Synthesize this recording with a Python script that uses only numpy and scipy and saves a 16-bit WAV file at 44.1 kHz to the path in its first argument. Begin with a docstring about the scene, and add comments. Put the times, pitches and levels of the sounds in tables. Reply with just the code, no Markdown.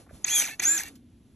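"""Outdoors, a battery pruning shear held close to a pair of microphones, over a faint rumble.
First a glove rustles and bumps on the grip. At 0.24 s the motor coils buzz, the rotor spins up, and
the gears whine and rattle in the casing; the blade knocks shut and the rotor brakes.
At 0.6 s a second stroke starts the same way, opens the blade and brakes in turn.
A faint low hum sinks and fades, leaving the glove and the rumble."""
import sys
import numpy as np
from scipy import signal
from scipy.fft import rfft, irfft
from scipy.io import wavfile

SR = 44100
rng = np.random.default_rng(int(sys.argv[2]) if len(sys.argv) > 2 else 0)


def put_to_file(sound):
    """Save the sound as 16-bit audio at rate SR, in the file named by the first command-line argument."""
    columns = np.atleast_2d(sound).T  # one column per channel
    safe = np.clip(columns, -1, 1)
    whole_steps = np.round(safe * 32767)
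    wavfile.write(sys.argv[1], SR, whole_steps.astype(np.int16))


N = 59535
T = np.arange(N) / SR
HZ = np.fft.rfftfreq(2 * N, 1 / SR)


def from_db(db):
    """Decibels to gain."""
    return 10 ** (np.asarray(db) / 20)


def unit_rms(x):
    """Scale to unit power."""
    return x / np.sqrt(np.mean(x ** 2) + 1e-20)


def in_time(rows):
    """Each column of a curve at every sample."""
    times, *columns = np.transpose(rows)
    return [np.interp(T, times, column) for column in columns]


def during(start, end):
    """One from start to end, with 10 ms fades outside."""
    return np.clip(1 + 100 * np.minimum(T - start, end - T), 0, 1) ** 2


def at_hz(points, hz=HZ):
    """Read a spectrum on a log-frequency axis."""
    freqs, values = np.transpose(points)
    return np.interp(np.log(np.maximum(hz, 1)), np.log(freqs), values)


def filtered(x, gain):
    """Apply a frequency response."""
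    return irfft(rfft(x, 2 * N) * gain)[:N]


def noise(gain):
    """Unit-power noise with the given spectrum."""
    return unit_rms(filtered(rng.standard_normal(N), gain))


def drift(hz):
    """Random wander up to the given rate, spread 1."""
    return noise(1 / (1 + (HZ / hz) ** 4))


def contacts(rows):
    """Each contact is a quickly dying noise burst around its own pitch."""
    out = np.zeros(N)
    for start, db, hz, octaves, t60 in rows:
        burst = noise(np.exp(-.5 * (np.log2((HZ + 1) / hz) / octaves) ** 2))
        age = np.maximum(T - start, 0)
        envelope = (1 - np.exp(-age * hz)) * np.exp(-np.log(1000) * age / t60)
        out += from_db(db) * envelope * burst
    return out


# Colour of the open air: (frequency [Hz], relative level [dB])
RUMBLE_COLOUR = [(20, -21), (35, -14), (55, 2.5), (95, 2), (160, -3), (270, -1), (400, -14.5), (700, -29.5),
                 (1100, -34.5), (3500, -31.5), (6500, -48.5), (11500, -54.5), (14000, -57.5)]
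# Low hum in the background: (time [s], pitch [Hz], level [dB])
SINKING_HUM = [(.84, 296.7, -59.5), (.94, 257.2, -51.5), (1.06, 227.7, -51), (1.12, 197.7, -69)]


def outdoors(rumble_db=-56.5, side_db=-17, waver_db=3.5, waver_hz=17):
    """The bed of the place: faint rumble, nearly alike at both microphones, and a sinking hum."""
    mid, side = [noise(from_db(at_hz(RUMBLE_COLOUR))) for _ in range(2)]
    rumble = from_db(rumble_db) * (mid + from_db(side_db) * side * np.array([[1], [-1]]))
    hz, db = in_time(SINKING_HUM)
    hum_level = during(SINKING_HUM[0][0], SINKING_HUM[-1][0]) * from_db(db + waver_db * drift(hz=66.7))
    hum_cycles = np.cumsum(hz + waver_hz * drift(hz=40.9)) / SR
    return rumble + hum_level * np.sin(2 * np.pi * hum_cycles)


# Glove rubbing on the grip: (time [s], level [dB])
GLOVE_RUSTLE = [(0, -51), (.08, -70.5), (.15, -53), (.2, -58), (.56, -60.5), (.91, -56), (.97, -67),
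                (1.02, -72.5), (1.35, -69.5)]
# Colour of that rustle: (frequency [Hz], relative level [dB])
GLOVE_COLOUR = [(400, 11.5), (1800, -5), (3200, -6.5), (4800, -4), (6500, -3.5), (8500, -2.5), (11000, 4),
                (13000, -26.5), (15000, -37.5)]
# Bumps on the grip: (time [s], level [dB], centre [Hz], width [octaves], t60 [s])
GLOVE_BUMPS = [(.064, -56.5, 746, 0.78, 0.1), (.092, -53, 1510, 0.42, 0.081), (.107, -38, 464, 0.4, 0.023),
               (.128, -33, 87, .9, 0.082)]


def glove():
    """Close to the microphones, a glove rustles and bumps on the grip."""
    db, = in_time(GLOVE_RUSTLE)
    return from_db(db) * noise(from_db(at_hz(GLOVE_COLOUR))) + contacts(GLOVE_BUMPS)


# The brake holding the rotor: (start [s], end [s], pitch [Hz], level [dB])
BRAKE_HOLDS = [(0.511, 0.544, 441.4, -44), (0.826, 0.889, 457, -49)]
# Harmonics of its buzz: (multiple of the pitch, relative level [dB])
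BUZZ_HARMONICS = [(4, -1.5), (5, -2), (6, -2), (8, -14.5), (9, -17), (10, -8)]


def brake_buzz(waver_hz=3, flutter_db=3.5, wander_rate_hz=80):
    """The braking coils buzz on one pitch; the housing brings out the middle harmonics."""
    out = np.zeros(N)
    for start, end, hz, db in BRAKE_HOLDS:
        cycles = np.cumsum(hz + waver_hz * drift(wander_rate_hz)) / SR
        buzz = np.zeros(N)
        for multiple, harmonic_db in BUZZ_HARMONICS:
            level = from_db(harmonic_db + flutter_db * drift(wander_rate_hz))
            buzz += level * np.sin(2 * np.pi * (multiple * cycles + rng.random()))
        out += from_db(db) * during(start, end) * unit_rms(buzz)
    return out


# Modes of the housing: (frequency [Hz], gain [dB], t60 [s])
HOUSING_MODES = [(361, -21, 0.21), (795, -15.5, 0.049), (1984, -3.5, 0.061), (2423, -0.5, 0.046),
                 (3380, -3, 0.015), (4750, -2.5, 0.024), (5900, -12.5, 0.0415), (6050, -5, 0.01),
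                 (7700, -8, .02)]


def housing_ring(jolts):
    """Each jolt sets the housing's modes ringing as dying sines."""
    out = np.zeros(N)
    for hz, db, t60 in HOUSING_MODES:
        decay, angle = np.exp(-np.log(1000) / (t60 * SR)), 2 * np.pi * hz / SR
        feedback = [1, -2 * decay * np.cos(angle), decay ** 2]
        out += from_db(db) * signal.lfilter([0, np.sin(angle)], feedback, jolts + 1e-18)
    return out


# Pulses before the rotor turns: (time [s], level [dB], pitch [Hz], jolt to the housing [dB])
START_PULSES = [(0.243, -15.5, 6520, -42.5), (0.2457, -11, 6530, -32.5), (0.5962, -16.5, 6600, -33),
                (0.5988, -18.5, 6230, -38)]


def coil_pulses(pulse_s=.0031):
    """Two shrill pulses of current start each stroke and jolt the housing."""
    pulses, jolts = np.zeros(N), np.zeros(N)
    for start, db, hz, jolt_db in START_PULSES:
        age = T - start
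        envelope = np.sin(np.pi * np.clip(age / pulse_s, 0, 1)) ** 2
        pulses += from_db(db) * envelope * np.sin(2 * np.pi * hz * age)
        jolts[int(start * SR)] = from_db(jolt_db)
    return pulses + housing_ring(jolts)


# Knocks in the tool: (time [s], level [dB], centre [Hz], width [octaves], t60 [s])
TOOL_KNOCKS = [(.3993, -9.5, 6300, .2, .006), (.412, -32, 6400, 0.055, 0.0087),
               (.4205, -19, 7400, 0.12, 0.008), (.4208, -20, 2196, .9, 0.018),
               (.422, -33.5, 450, 1.7, 0.031), (.8045, -26.5, 1710, 0.096, .022),
               (.8348, -20, 6780, 1.3, 0.0054), (.954, -52, 5560, 1.3, 0.069)]


def knocks():
    """Blade, gears and trigger knock at close range around the end of each stroke."""
    return contacts(TOOL_KNOCKS)


# Resonances of the casing: (frequency [Hz], gain [dB])
CASING_COLOUR = [(120, -28.5), (300, -13.5), (550, -23), (780, -10.5), (1050, -20), (1400, -14), (1750, -7),
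                 (2050, -9), (2450, -6), (3000, -17.5), (3500, -11), (4500, -10.5), (5400, -9), (6300, 1.5),
                 (7200, -5), (8000, 1), (9000, -30), (9800, -3.5), (10600, 0), (12000, -6.5), (13200, -17),
                 (14500, -35)]
TREBLE_SPLIT_HZ = 4500


def casing_gain(hz):
    """The casing colours the gears' sound on its way out to the microphones."""
    return from_db(at_hz(CASING_COLOUR, hz))


def gear_rattle(speed, low_db, bright_db, teeth_per_turn=7.5, decay_per_tooth=.6, scatter_db=1.5):
    """Teeth clatter in rapid, uneven bursts that follow the rotor, heard through the casing."""
    teeth = np.cumsum(speed) / SR * teeth_per_turn
    strength = from_db(scatter_db * rng.standard_normal(N))[teeth.astype(int)]
    bursts = unit_rms(strength * np.exp(-decay_per_tooth * (teeth % 1))) * rng.standard_normal(N)
    lowpass = 1 / (1 + (HZ / TREBLE_SPLIT_HZ) ** 8)
    low = filtered(bursts, unit_rms(casing_gain(HZ) * lowpass))
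    bright = filtered(bursts, unit_rms(casing_gain(HZ) * (1 - lowpass)))
    return from_db(low_db) * low + from_db(bright_db) * bright


# Pitch of each gear tone: (multiple of the rotor speed)
GEAR_ORDERS = [1, 3.25, 4, 5, 7.5, 10.5, 12, 20, 21.66, 22.66, 27, 32.1, 35, 37.5, 42.6]
# Their relative levels: (closing free [dB], closing strained [dB], opening free [dB],
# opening strained [dB])
GEAR_LEVELS = [(-58, -50, -37, -38), (-50, -48, -43, -48), (-44, -41, -39.5, -49), (-58, -41, -29.5, -35),
               (-35.5, -37, -42.5, -36), (-21, -26.5, -45, -23.5), (-40, -41, -44, -29),
               (-33, -32, -44, -46), (-27, -33, -19, -33), (-32, -39, -35, -38), (-45, -34, -50, -42),
               (-40, -25, -44, -31), (-39, -30, -54, -37), (-55, -34, -54, -43), (-40, -27, -53, -28)]
# Shrill tones as the tool is drawn away from the microphones: (time [s], gain [dB])
DRAW_AWAY = [(.72, 0), (.75, -5.5)]


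def gear_whine(speed, strain, opening):
    """Gear tones sweep through the casing's resonances; strain shifts their balance and adds judder."""
    judder_turns = (.001 + .0018 * strain) * drift(hz=169)
    turns = np.cumsum(speed) / SR + judder_turns
    fade_db, = in_time(DRAW_AWAY)
    out = np.zeros(N)
    for multiple, levels in zip(GEAR_ORDERS, GEAR_LEVELS):
        free_db, strained_db = levels[2:] if opening else levels[:2]
        level = (1 - strain) * from_db(free_db) + strain * from_db(strained_db)
        flutter_db = (1.7 + 3 * strain) * drift(hz=130)
        is_shrill = multiple * np.max(speed) > TREBLE_SPLIT_HZ
        tone = np.sin(2 * np.pi * (multiple * turns + rng.random()))
        out += level * casing_gain(multiple * speed) * from_db(flutter_db + is_shrill * fade_db) * tone
    return out


# The rotor in each stroke: (time [s], speed [turns/s])
CLOSING_SPEED = [(.255, 30), (.274, 150), (.286, 240), (.298, 284), (.318, 316), (.345, 325), (.36, 322),
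                 (.378, 308), (.42, 300), (.44, 254), (.453, 182), (.469, 125), (.5, 65), (.55, 20)]
OPENING_SPEED = [(.608, 30), (.624, 155), (.648, 276), (.662, 304), (.682, 322), (.715, 334), (.762, 334.5),
                 (.772, 322), (.785, 272), (.803, 178), (.83, 80), (.89, 30)]
# Effort in each stroke: (time [s], whine gain [dB], strain [0-1], low rattle [dB], bright rattle [dB])
CLOSING_EFFORT = [(.252, -49, 0.3, -37, -61.5), (.266, -13, 1, -52.5, -36), (0.281, .5, 0.49, -44, -41),
                  (.3, -3.5, 0, -39, -33.5), (0.344, 6, 0, -39, -36.5), (.362, 6.5, 0.33, -44, -26),
                  (0.377, 5, 0.66, -39.5, -28), (0.417, 2, 1, -35, -33.5), (0.427, -6.5, 0.1, -41, -32),
                  (0.441, -3, 0.5, -40, -35), (0.452, -9.5, 0.8, -41, -37.5), (0.493, -8, 1, -47.5, -41.5),
                  (.53, -28.5, 0.6, -49, -50), (.56, -30, 0.2, -65.5, -58)]
OPENING_EFFORT = [(0.6, -38, 0.79, -33.5, -39.5), (0.61, -19, 0.94, -46.5, -52),
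                  (0.627, -6.5, 1, -38, -32.5), (0.639, 0.5, 0.46, -38, -31),
                  (0.651, -2.5, 0.66, -41.5, -37), (0.654, 0.5, 0, -38, -34.5), (0.72, 6, 0, -45, -34),
                  (0.765, 4, 0, -44, -34.5), (0.782, -.5, 0.51, -40, -33), (0.805, -4, 1, -45.5, -35),
                  (0.815, -16.5, 0.54, -45.5, -36.5), (0.845, -26, 1, -49.5, -49.5),
                  (0.885, -61, 0.36, -53, -48), (0.902, -67.5, 0.63, -63, -65)]


def motor_stroke(opening):
    """In the foreground, the rotor spins up and slows, driving the gears' whine and rattle."""
    speed, = in_time(OPENING_SPEED if opening else CLOSING_SPEED)
    effort = OPENING_EFFORT if opening else CLOSING_EFFORT
    whine_db, strain, low_db, bright_db = in_time(effort)
    whine = from_db(whine_db) * gear_whine(speed, strain, opening)
    rattle = gear_rattle(speed, low_db, bright_db)
    return during(effort[0][0], effort[-1][0]) * (whine + rattle)


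# Phase between the microphones: (frequency [Hz], lead of the left [rad])
MIC_PHASE = [(400, 0), (800, .6), (1300, 0), (2600, .7), (3600, .8), (4300, 1.3), (5300, 5.1), (5900, 6.28),
             (8000, 8.4), (11000, 11.1), (12100, 12.5)]
# Balance between them: (frequency [Hz], left minus right [dB])
MIC_BALANCE = [(450, -4.5), (900, 2), (1500, -2), (2800, 1), (3300, -6), (5000, 2.5), (5700, 0)]
# Sound scattered by hand and ground: (frequency [Hz], gain [dB])
NEAR_SCATTER = [(1500, -15.5), (3500, -4.5), (6200, -19.5)]


def microphones(source, scatter_t60_s=.053):
    """The close tool reaches the pair out of step, with a little scatter from hand and ground."""
    pan = from_db(at_hz(MIC_BALANCE) / 2)
    right_lag = np.exp(-1j * at_hz(MIC_PHASE))
    channels = []
    for direct in (pan, right_lag / pan):
        tail = rng.standard_normal(N) * np.exp(-np.log(1000) * T / scatter_t60_s)
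        scatter = from_db(at_hz(NEAR_SCATTER)) * rfft(tail / np.linalg.norm(tail), 2 * N)
        channels.append(filtered(source, direct + scatter))
    return np.array(channels)


def scene():
    """The blade closes, then opens, close to the microphones with the open air behind."""
    motor = motor_stroke(opening=False) + motor_stroke(opening=True)
    close_sounds = motor + coil_pulses() + brake_buzz() + knocks() + glove()
    return microphones(close_sounds) + outdoors()


def record(dry):
    """The highest treble is cut off steeply on both channels."""
    stop_hz = 15700
    return signal.sosfilt(signal.cheby2(12, 70, stop_hz, fs=SR, output="sos"), dry)


dry = scene()
out = record(dry)
put_to_file(out)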